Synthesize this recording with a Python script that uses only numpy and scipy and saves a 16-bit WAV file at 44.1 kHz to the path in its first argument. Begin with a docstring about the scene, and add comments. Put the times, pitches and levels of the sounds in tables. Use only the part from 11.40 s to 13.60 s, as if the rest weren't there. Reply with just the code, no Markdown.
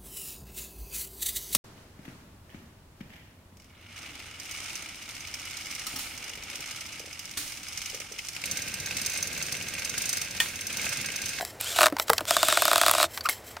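"""Cordless driver in a metal box

A driver runs twice inside a box of thin metal panels, outdoors on concrete. Its meshing
gears whirr and whine, and its clutch slips in sharp clacks that come faster in the long run.
Impacts on the panels give taps, knocks and clinks; friction gives sliding noise and one squeak.
The box reverberates briefly, over faint air and a low distant rumble."""
import sys
import numpy as np
from scipy import signal
from scipy.fft import rfft, irfft, next_fast_len
from scipy.io import wavfile
from scipy.ndimage import map_coordinates

SR = 44100
rng = np.random.default_rng(int(sys.argv[2]) if len(sys.argv) > 2 else 0)


def materialize(psi):
    """Save the field psi as 16-bit PCM at rate SR to the path in sys.argv[1].

    A 1-D psi becomes a single channel; in a 2-D psi each row is a channel.
    """
    bounded = np.clip(np.atleast_2d(psi).T, -1, 1)
    quanta = np.round(bounded * 32767).astype(np.int16)
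    wavfile.write(sys.argv[1], SR, quanta)


N = 97020


def amp(db):
    """Amplitude ratio of a level in decibels."""
    return 10 ** (np.asarray(db) / 20)


def unit(x):
    """Normalisation to rms 1."""
    return x / np.sqrt(np.mean(x ** 2) + 1e-20)


def clock():
    """Sample times t/s."""
    return np.arange(N) / SR


def envelope(rows):
    """Amplitude envelope through (t/s, level/dB) points, zero outside them."""
    s, db = np.transpose(rows)
    t = clock()
    return amp(np.interp(t, s, db)) * (t >= s[0]) * (t <= s[-1])


def wobble(rate):
    """Smooth random modulation with rate knots a second."""
    return map_coordinates(rng.standard_normal(int(N * rate / SR) + 4), [clock() * rate])


def noise(spectrum, size=N):
    """White noise filtered to a (f/Hz, level/dB) spectrum, at rms 1."""
    f, db = np.transpose(spectrum)
    bins = np.fft.rfftfreq(size, 1 / SR)
    gain = amp(np.interp(np.log(bins + 1), np.log(f + 1), db))
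    return unit(irfft(rfft(rng.standard_normal(size)) * gain, size))


def burst(spectrum, t60, rise):
    """A noise transient with exponential rise and decay."""
    t = np.arange(4096) / SR
    return noise(spectrum, size=len(t)) * amp(-60 * t / t60) * (1 - np.exp(-t / rise))


def ring(modes, scatter_db, detune):
    """Free vibration: a sum of damped modes, slightly different at every blow."""
    t = np.arange(4096) / SR
    out = np.zeros(len(t))
    for k, (hz, db, t60) in enumerate(modes):
        decay = amp(db + scatter_db * rng.normal() - 60 * t / t60)
        out += (-1) ** k * decay * np.sin(2 * np.pi * hz * (1 + detune * rng.normal()) * t)
    return out


def add(out, s, x):
    """Superposition of x on out, starting at time s."""
    part = out[max(round(s * SR), 0):][:len(x)]
    part += x[:len(part)]


# Spectra of the open air and the distant rumble: f/Hz, level/dB
AIR_SPECTRUM = [(20, -28), (45, -6), (70, 0.5), (115, 1.5), (170, -9.5), (260, -5), (400, -3.5),
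                (600, -1.5), (1200, -10.5), (2000, -11), (3200, -17.5), (7000, -21.5), (12000, -25.5),
                (15800, -27)]
RUMBLE_SPECTRUM = [(20, -45), (55, -26), (78, -1), (90, -2), (125, -27), (400, -70)]

def outdoors():
    """Ambient noise: faint broadband air and a distant rumble, slowly modulated in amplitude."""
    return amp(-48) * noise(AIR_SPECTRUM) + amp(-60 + 2.5 * wobble(5.1)) * noise(RUMBLE_SPECTRUM)


# Modes of a panel: frequency ratio, level/dB, T60 ratio
PANEL_MODES = [(1, 0, 1), (1.5, -12, 0.89), (2.4, -13, 1)]
# Blows on the panels: t/s, level/dB, f/Hz, T60/s
PANEL_KNOCKS = [(.0, -27.5, 730, 0.042), (.0105, -23.5, 692, 0.034), (.027, -24, 707, 0.035),
                (.5245, -23, 301, 0.068), (.525, -25, 563, 0.038), (.5985, -23.5, 646, 0.041),
                (0.6996, -7, 815, 0.032), (0.7009, -15, 446, 0.043), (0.735, -24.5, 657, 0.055),
                (.811, -24, 613, 0.026), (.816, -32, 308, .07), (2.167, -33.5, 655, 0.037)]

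def knocks():
    """Impact excitation: a struck sheet rings hollowly in its inharmonic modes."""
    out = np.zeros(N)
    for s, db, hz, t60 in PANEL_KNOCKS:
        modes = [(hz * ratio, mode_db, t60 * lasts) for ratio, mode_db, lasts in PANEL_MODES]
        add(out, s, amp(db) * ring(modes, scatter_db=1, detune=0.0037))
    return out


# Spectra of the rubbing and its hiss: f/Hz, level/dB
RUB_SPECTRUM = [(400, -35), (800, -17), (1900, -1), (3400, -3.5), (6000, -7), (10000, -9.5), (15500, -16)]
HISS_SPECTRUM = [(3000, -30), (7800, -8), (9000, -4), (11000, -8), (14000, 2), (16000, -8)]
# Resonances of the frame: f/Hz, bandwidth/Hz, level/dB
FRAME_RESONANCES = [(2140, 150, -2), (3290, 610, 1.5), (5100, 390, -0.5), (7460, 350, 0.5),
                    (10100, 500, -0.5), (12600, 850, -4.5), (15200, 520, -7)]
# Panel sliding on panel: t/s, rise/s, hold/s, fall by 30 dB/s, rub level/dB, hiss level/dB
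SLIDE_STROKES = [(.0, 0.0031, 0.035, .04, -43.5, -58), (0.047, 0.01, 0.048, 0.08, -42, -64),
                 (0.581, .01, 0.032, .035, -36.5, -36), (0.667, 0.018, 0.047, 0.23, -40.5, -52),
                 (1.681, 0.081, 0.026, 0.03, -44, -47), (1.832, 0.011, 0.0032, 0.09, -41, -49),
                 (1.886, 0.0071, .01, 0.11, -30.5, -40), (2.036, 0.03, .055, .07, -48, -52)]

def slides():
    """Sliding friction: grainy noise excites the frame's resonances and dense fine modes."""
    t, out = clock(), np.zeros(N)
    f = np.linspace(200, 16000, 400)
    peaks = sum(amp(db) ** 2 / (1 + (2 * (f - hz) / width) ** 2) for hz, width, db in FRAME_RESONANCES)
    power = amp(np.interp(f, *np.transpose(RUB_SPECTRUM))) ** 2 + peaks
    resonant_spectrum = np.transpose([f, 10 * np.log10(power)])
    grain = amp(1.6 * wobble(900))
    fine_modes = burst([(200, 0), (16000, 0)], t60=0.02, rise=0.0003)
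    rub = unit(signal.fftconvolve(grain * noise(resonant_spectrum), fine_modes)[:N])
    hiss = unit(signal.fftconvolve(grain * noise(HISS_SPECTRUM), fine_modes)[:N])
    for s, rise, hold, fall, rub_db, hiss_db in SLIDE_STROKES:
        attack = np.clip((t - s) / rise, 0, 1)
        release = amp(-30 * np.maximum(t - s - rise - hold, 0) / fall)
        out += attack * release * (amp(rub_db) * rub + amp(hiss_db) * hiss)
    return out * amp(2.5 * wobble(90))


# Spectra of a tap's dull, middle and bright bands: f/Hz, level/dB
TAP_SPECTRA = [
    [(250, -35), (650, 1), (1500, 0.5), (2600, -14.5), (6000, -58)],
    [(900, -19), (1900, -1.5), (3200, -0.5), (4800, 0), (7500, -9.5), (12000, -28)],
    [(3500, -53), (7800, 0), (11000, 0.5), (16000, -2.5)],
]
# Metal touching metal: t/s, dull level/dB, middle level/dB, bright level/dB, T60/s
FRAME_TAPS = [(.0095, -20.5, -21.5, -30, 0.0089), (0.05, -31, -21.5, -21.5, 0.0079),
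              (0.2108, -29, -22.5, -12, .008), (0.2436, -57, -39, -21, 0.0068),
              (.361, -25, -23, -25, 0.018), (0.4822, -21, -23, -30, 0.011), (0.4997, -40, -34, -34, .012),
              (.524, -26, -39, -36, 0.015), (0.5664, -20, -23.5, -32, 0.013),
              (0.5856, -27.5, -28, -40, 0.016), (0.5979, -15, -9.5, -15.5, 0.0092),
              (0.6817, -32, -24, -35, 0.021), (0.6955, -18.5, -21, -15, 0.014),
              (.7, -3.5, -10, -8.5, 0.0093), (0.7325, -13.5, -14.5, -12, 0.01),
              (0.7809, -22.5, -10, -20.5, 0.014), (.791, -26, -40, -45, 0.018),
              (0.8071, -26.5, -26.5, -28.5, 0.016), (.853, -32.5, -27, -30, .012),
              (1.0485, -44.5, -25, -20, 0.0123), (1.1004, -21.5, -16, -28, 0.013),
              (1.5121, -14, -15, -5.5, .012), (1.7748, -28.5, -26.5, -31, 0.028),
              (1.8085, -36, -29.5, -35, 0.018), (1.8576, -35, -20.5, -22, 0.0073),
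              (1.8882, -25, -19, -30, 0.024), (1.8955, -24.5, -27, -13.5, 0.012),
              (2.167, -28.5, -33, -42, .018)]

def taps():
    """Brief contact gives a broadband transient, whose dull band decays the slowest."""
    out = np.zeros(N)
    t60_ratios = (1.53, 1, 1)
    for s, *levels, t60 in FRAME_TAPS:
        for spectrum, db, ratio in zip(TAP_SPECTRA, levels, t60_ratios):
            add(out, s, amp(db) * burst(spectrum, t60 * ratio, rise=0.000355))
    return out


# Envelopes of the two runs: t/s, level/dB
MOTOR_RUNS = [
    [(.198, -49), (.202, -36), (.27, -34), (.31, -31.5), (.355, -32), (.385, -26), (.465, -27), (.477, -38),
     (.495, -54)],
    [(.862, -48), (.885, -27), (.94, -29.5), (1.06, -29.5), (1.105, -25), (1.15, -28), (1.3, -28.5),
     (1.48, -28), (1.56, -29.5), (1.615, -25), (1.655, -30), (1.675, -56)],
]
# Gear mesh frequency under load: t/s, f/Hz
MESH_FREQUENCY = [(.2, 2350), (.225, 2550), (.245, 2720), (.282, 3420), (.305, 3540), (.325, 3400),
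                  (.345, 2930), (.365, 2850), (.383, 4100), (.41, 3400), (.875, 3330), (.905, 3720),
                  (.925, 3130), (.945, 3280), (.962, 3480), (.98, 3350), (1.008, 3620), (1.05, 3380),
                  (1.11, 3560), (1.15, 3400), (1.3, 3450), (1.4, 3150), (1.6, 3500)]
# Partials of the whine: ratio to the mesh frequency, level/dB
WHINE_PARTIALS = [(0.384, -22), (1, -7), (2.002, -18.5)]
# Spectrum of the gear noise, and its dip around the whine: f/Hz, level/dB
WHIRR_SPECTRUM = [(150, -58.5), (250, -28.5), (638, -7), (1040, -23.5), (1390, -5), (1940, -13), (2220, -8),
                  (3040, -6.5), (3430, -1), (4690, -7), (5120, -8), (6520, -9.5), (7360, -6.5),
                  (8760, -7.5), (9550, -16), (10200, -11.5), (11400, -16), (13800, -12), (15800, -26)]
WHIRR_NOTCH = [(2900, 0.5), (3450, -4), (4100, 0)]
# Modes of the driver and its panel, also rung by the clutch: f/Hz, level/dB, T60/s
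BODY_MODES = [(328, -28.5, 0.051), (605.4, -11.5, 0.032), (686.6, -9.5, 0.032), (1038, -8.5, .014),
              (1236, -5, .014), (1430, -4.5, 0.011), (1547, -10.5, 0.018), (1840, -16.5, 0.017),
              (2484, -13.5, 0.012), (2810, -13.5, 0.011), (3880, -13.5, 0.007), (5140, -17.5, 0.008)]

def motor():
    """Gear meshing gives a whine and a rough whirr; load drives the body in forced vibration."""
    t = clock()
    effort = sum(envelope(run) for run in MOTOR_RUNS)
    # Each clutch slip frees the motor, so the pitch leaps until the load returns.
    leap, reload_s = 0.18, 0.014
    freed = np.max([np.exp(-np.abs(t - s) / reload_s) * (t > s) for s, _, _ in CLUTCH_SLIPS], axis=0)
    waver = 1 + 0.0162 * wobble(170) * effort / effort.max()
    mesh_hz = np.interp(t, *np.transpose(MESH_FREQUENCY)) * (1 + leap * freed) * waver
    phase = 2 * np.pi * np.cumsum(mesh_hz) / SR
    whine = sum(amp(db + 4.2 * wobble(140)) * np.sin(k * phase) for k, db in WHINE_PARTIALS)
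    gear_noise = noise([(f, db + np.interp(f, *np.transpose(WHIRR_NOTCH))) for f, db in WHIRR_SPECTRUM])
    roughness = amp(2 * wobble(600) + 0.75 * wobble(60.2))
    whirr = amp(-1) * unit(gear_noise * roughness)
    force = rng.standard_normal(N)
    shake = unit(signal.fftconvolve(force, ring(BODY_MODES, scatter_db=1.5, detune=0.019))[:N])
    load = effort / amp(-26.5)
    return effort * (whirr + whine) + amp(-36.5) * load ** 2.5 * shake


# Spectrum of the teeth's crack: f/Hz, level/dB
CRACK_SPECTRUM = [(430, -34), (650, -9), (1100, 6.5), (2000, -1.5), (4500, 2), (6400, -6), (8000, -0.5),
                  (11000, -3.5), (16000, -13)]
# Slips of the clutch: t/s, level/dB, crack gain relative to the ring/dB
CLUTCH_SLIPS = [(0.3872, -2, -8.5), (.4081, -3, 0), (.416, -1.5, -3.5), (0.431, -1, 1), (.4391, -3, -5.5),
                (0.4584, -3, 0), (0.4662, -2, -2), (0.9082, -4, 1), (0.967, -6, 4), (1.03, -4, 2),
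                (1.0844, -4.5, 2.5), (1.1249, -5.5, 1), (1.1729, -5, 0), (1.221, -5.5, 3),
                (1.2536, -6.5, 3.5), (1.2802, -6, 2), (1.314, -3.5, -4.5), (1.3317, -6, 2.5),
                (1.358, -5, 1), (1.38, -7.5, 5), (1.4141, -5, 3), (1.4339, -6, -3), (1.4634, -5, 2.5),
                (1.482, -5.5, 4.5), (1.4955, -8, -2), (1.5364, -9, 0.5), (1.55, -7.5, -1.5), (1.582, -8, 0),
                (1.6002, -6.5, -8.5), (1.6127, -10.5, -13), (1.629, -4.5, 2), (1.6407, -7.5, -4)]

def clutch():
    """Impulsive excitation: slipping teeth snap, crack, ring the body and touch once more."""
    out = np.zeros(N)
    snap_spectrum = [(1000, -31), (4000, -14), (8500, -1.5), (16000, -5)]  # first contact
    crack_t60, crack_rise, chatter_s = 0.0098, 0.00033, 0.0062
    for s, db, crack_db in CLUTCH_SLIPS:
        crack = amp(-5.5) * burst(CRACK_SPECTRUM, crack_t60, crack_rise)
        snap = amp(-4) * burst(snap_spectrum, t60=0.0016, rise=0.00005)
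        body = ring(BODY_MODES, scatter_db=1, detune=0.02)
        add(out, s, amp(db) * (body + amp(crack_db) * (crack + snap)))
        chatter = amp(db - 20) * burst(CRACK_SPECTRUM, crack_t60, crack_rise)
        add(out, s + chatter_s * rng.uniform(0.45, 2), chatter)
    # Antiresonance: the body hardly radiates between its two lowest modes.
    return signal.lfilter(*signal.iirnotch(439, Q=3.27, fs=SR), out)


# Clinks of metal: t/s, level/dB, f/Hz, T60/s
METAL_CLINKS = [(0.7805, -16.5, 4640, 0.011), (1.8085, -25, 4610, 0.028), (1.8894, -19, 9760, 0.019),
                (1.8945, -18, 2127, 0.033)]

def clinks():
    """Damped oscillation: struck metal rings in a single high mode."""
    out = np.zeros(N)
    for s, db, hz, t60 in METAL_CLINKS:
        add(out, s, ring([(hz, db, t60)], scatter_db=0.5, detune=0.0058))
    return out


# Course of the squeak: t/s, f/Hz, level/dB
SQUEAK_GLIDE = [(1.845, 1404, -55), (1.852, 1248, -34), (1.857, 1195, -18.5), (1.864, 1376, -19.5),
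                (1.869, 1260, -25), (1.875, 1070, -31), (1.883, 1050, -41)]
# Its partials: harmonic number, level/dB
SQUEAK_HARMONICS = [(1, -0.5), (2, -11.5), (3, -27), (4, -18)]

def squeak():
    """Stick-slip oscillation: a joint sounds one short, unsteady, gliding note."""
    s, hz, db = np.transpose(SQUEAK_GLIDE)
    pitch = np.interp(clock(), s, hz) * (1 + 0.036 * wobble(700))
    phase = 2 * np.pi * np.cumsum(pitch) / SR
    tone = sum(amp(harmonic_db) * np.sin(k * phase) for k, harmonic_db in SQUEAK_HARMONICS)
    return envelope(np.transpose([s, db])) * tone


def reflections(x, spectrum, t60, rise):
    """Reverberation: convolution with a decaying noise response of unit energy."""
    response = burst(spectrum, t60, rise)
    return signal.fftconvolve(x, response / np.linalg.norm(response))[:N]


def scene():
    """Superposition of the sources and the box's reverberation, almost all of it centred."""
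    ambience = outdoors()
    work = knocks() + slides() + taps() + motor() + clutch() + clinks() + squeak()
    # Little of the work sounds below about 230 Hz.
    work = signal.sosfilt(signal.butter(2, 230, 'high', fs=SR, output='sos'), work)
    box_spectrum = [(200, 20.5), (700, 5.5), (3000, -9.5), (16000, -11.5)]
    box = reflections(work, box_spectrum, t60=0.083, rise=0.009)
    spread = reflections(work, [(2000, -21), (4500, -10), (16000, 6.5)], t60=0.027, rise=0.0012)
    stirring_air = noise([(25, 2), (110, -9), (350, -8), (800, -25), (4000, -50)])
    mid = work + amp(-18) * box + ambience
    side = amp(-50) * spread + amp(-79.5) * stirring_air
    return np.array([mid + side, mid - side])


def record(dry):
    """Soft saturation rounds the highest peaks; an ideal low-pass filter limits the band."""
    ceiling, top_hz = 0.85, 16100
    rounded = dry / (1 + np.abs(dry / ceiling) ** 6) ** (1 / 6)
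    size = next_fast_len(N + SR // 2)
    passband = np.fft.rfftfreq(size, 1 / SR) < top_hz
    return irfft(rfft(rounded, size) * passband, size)[:, :N]


dry = scene()
out = record(dry)
materialize(out)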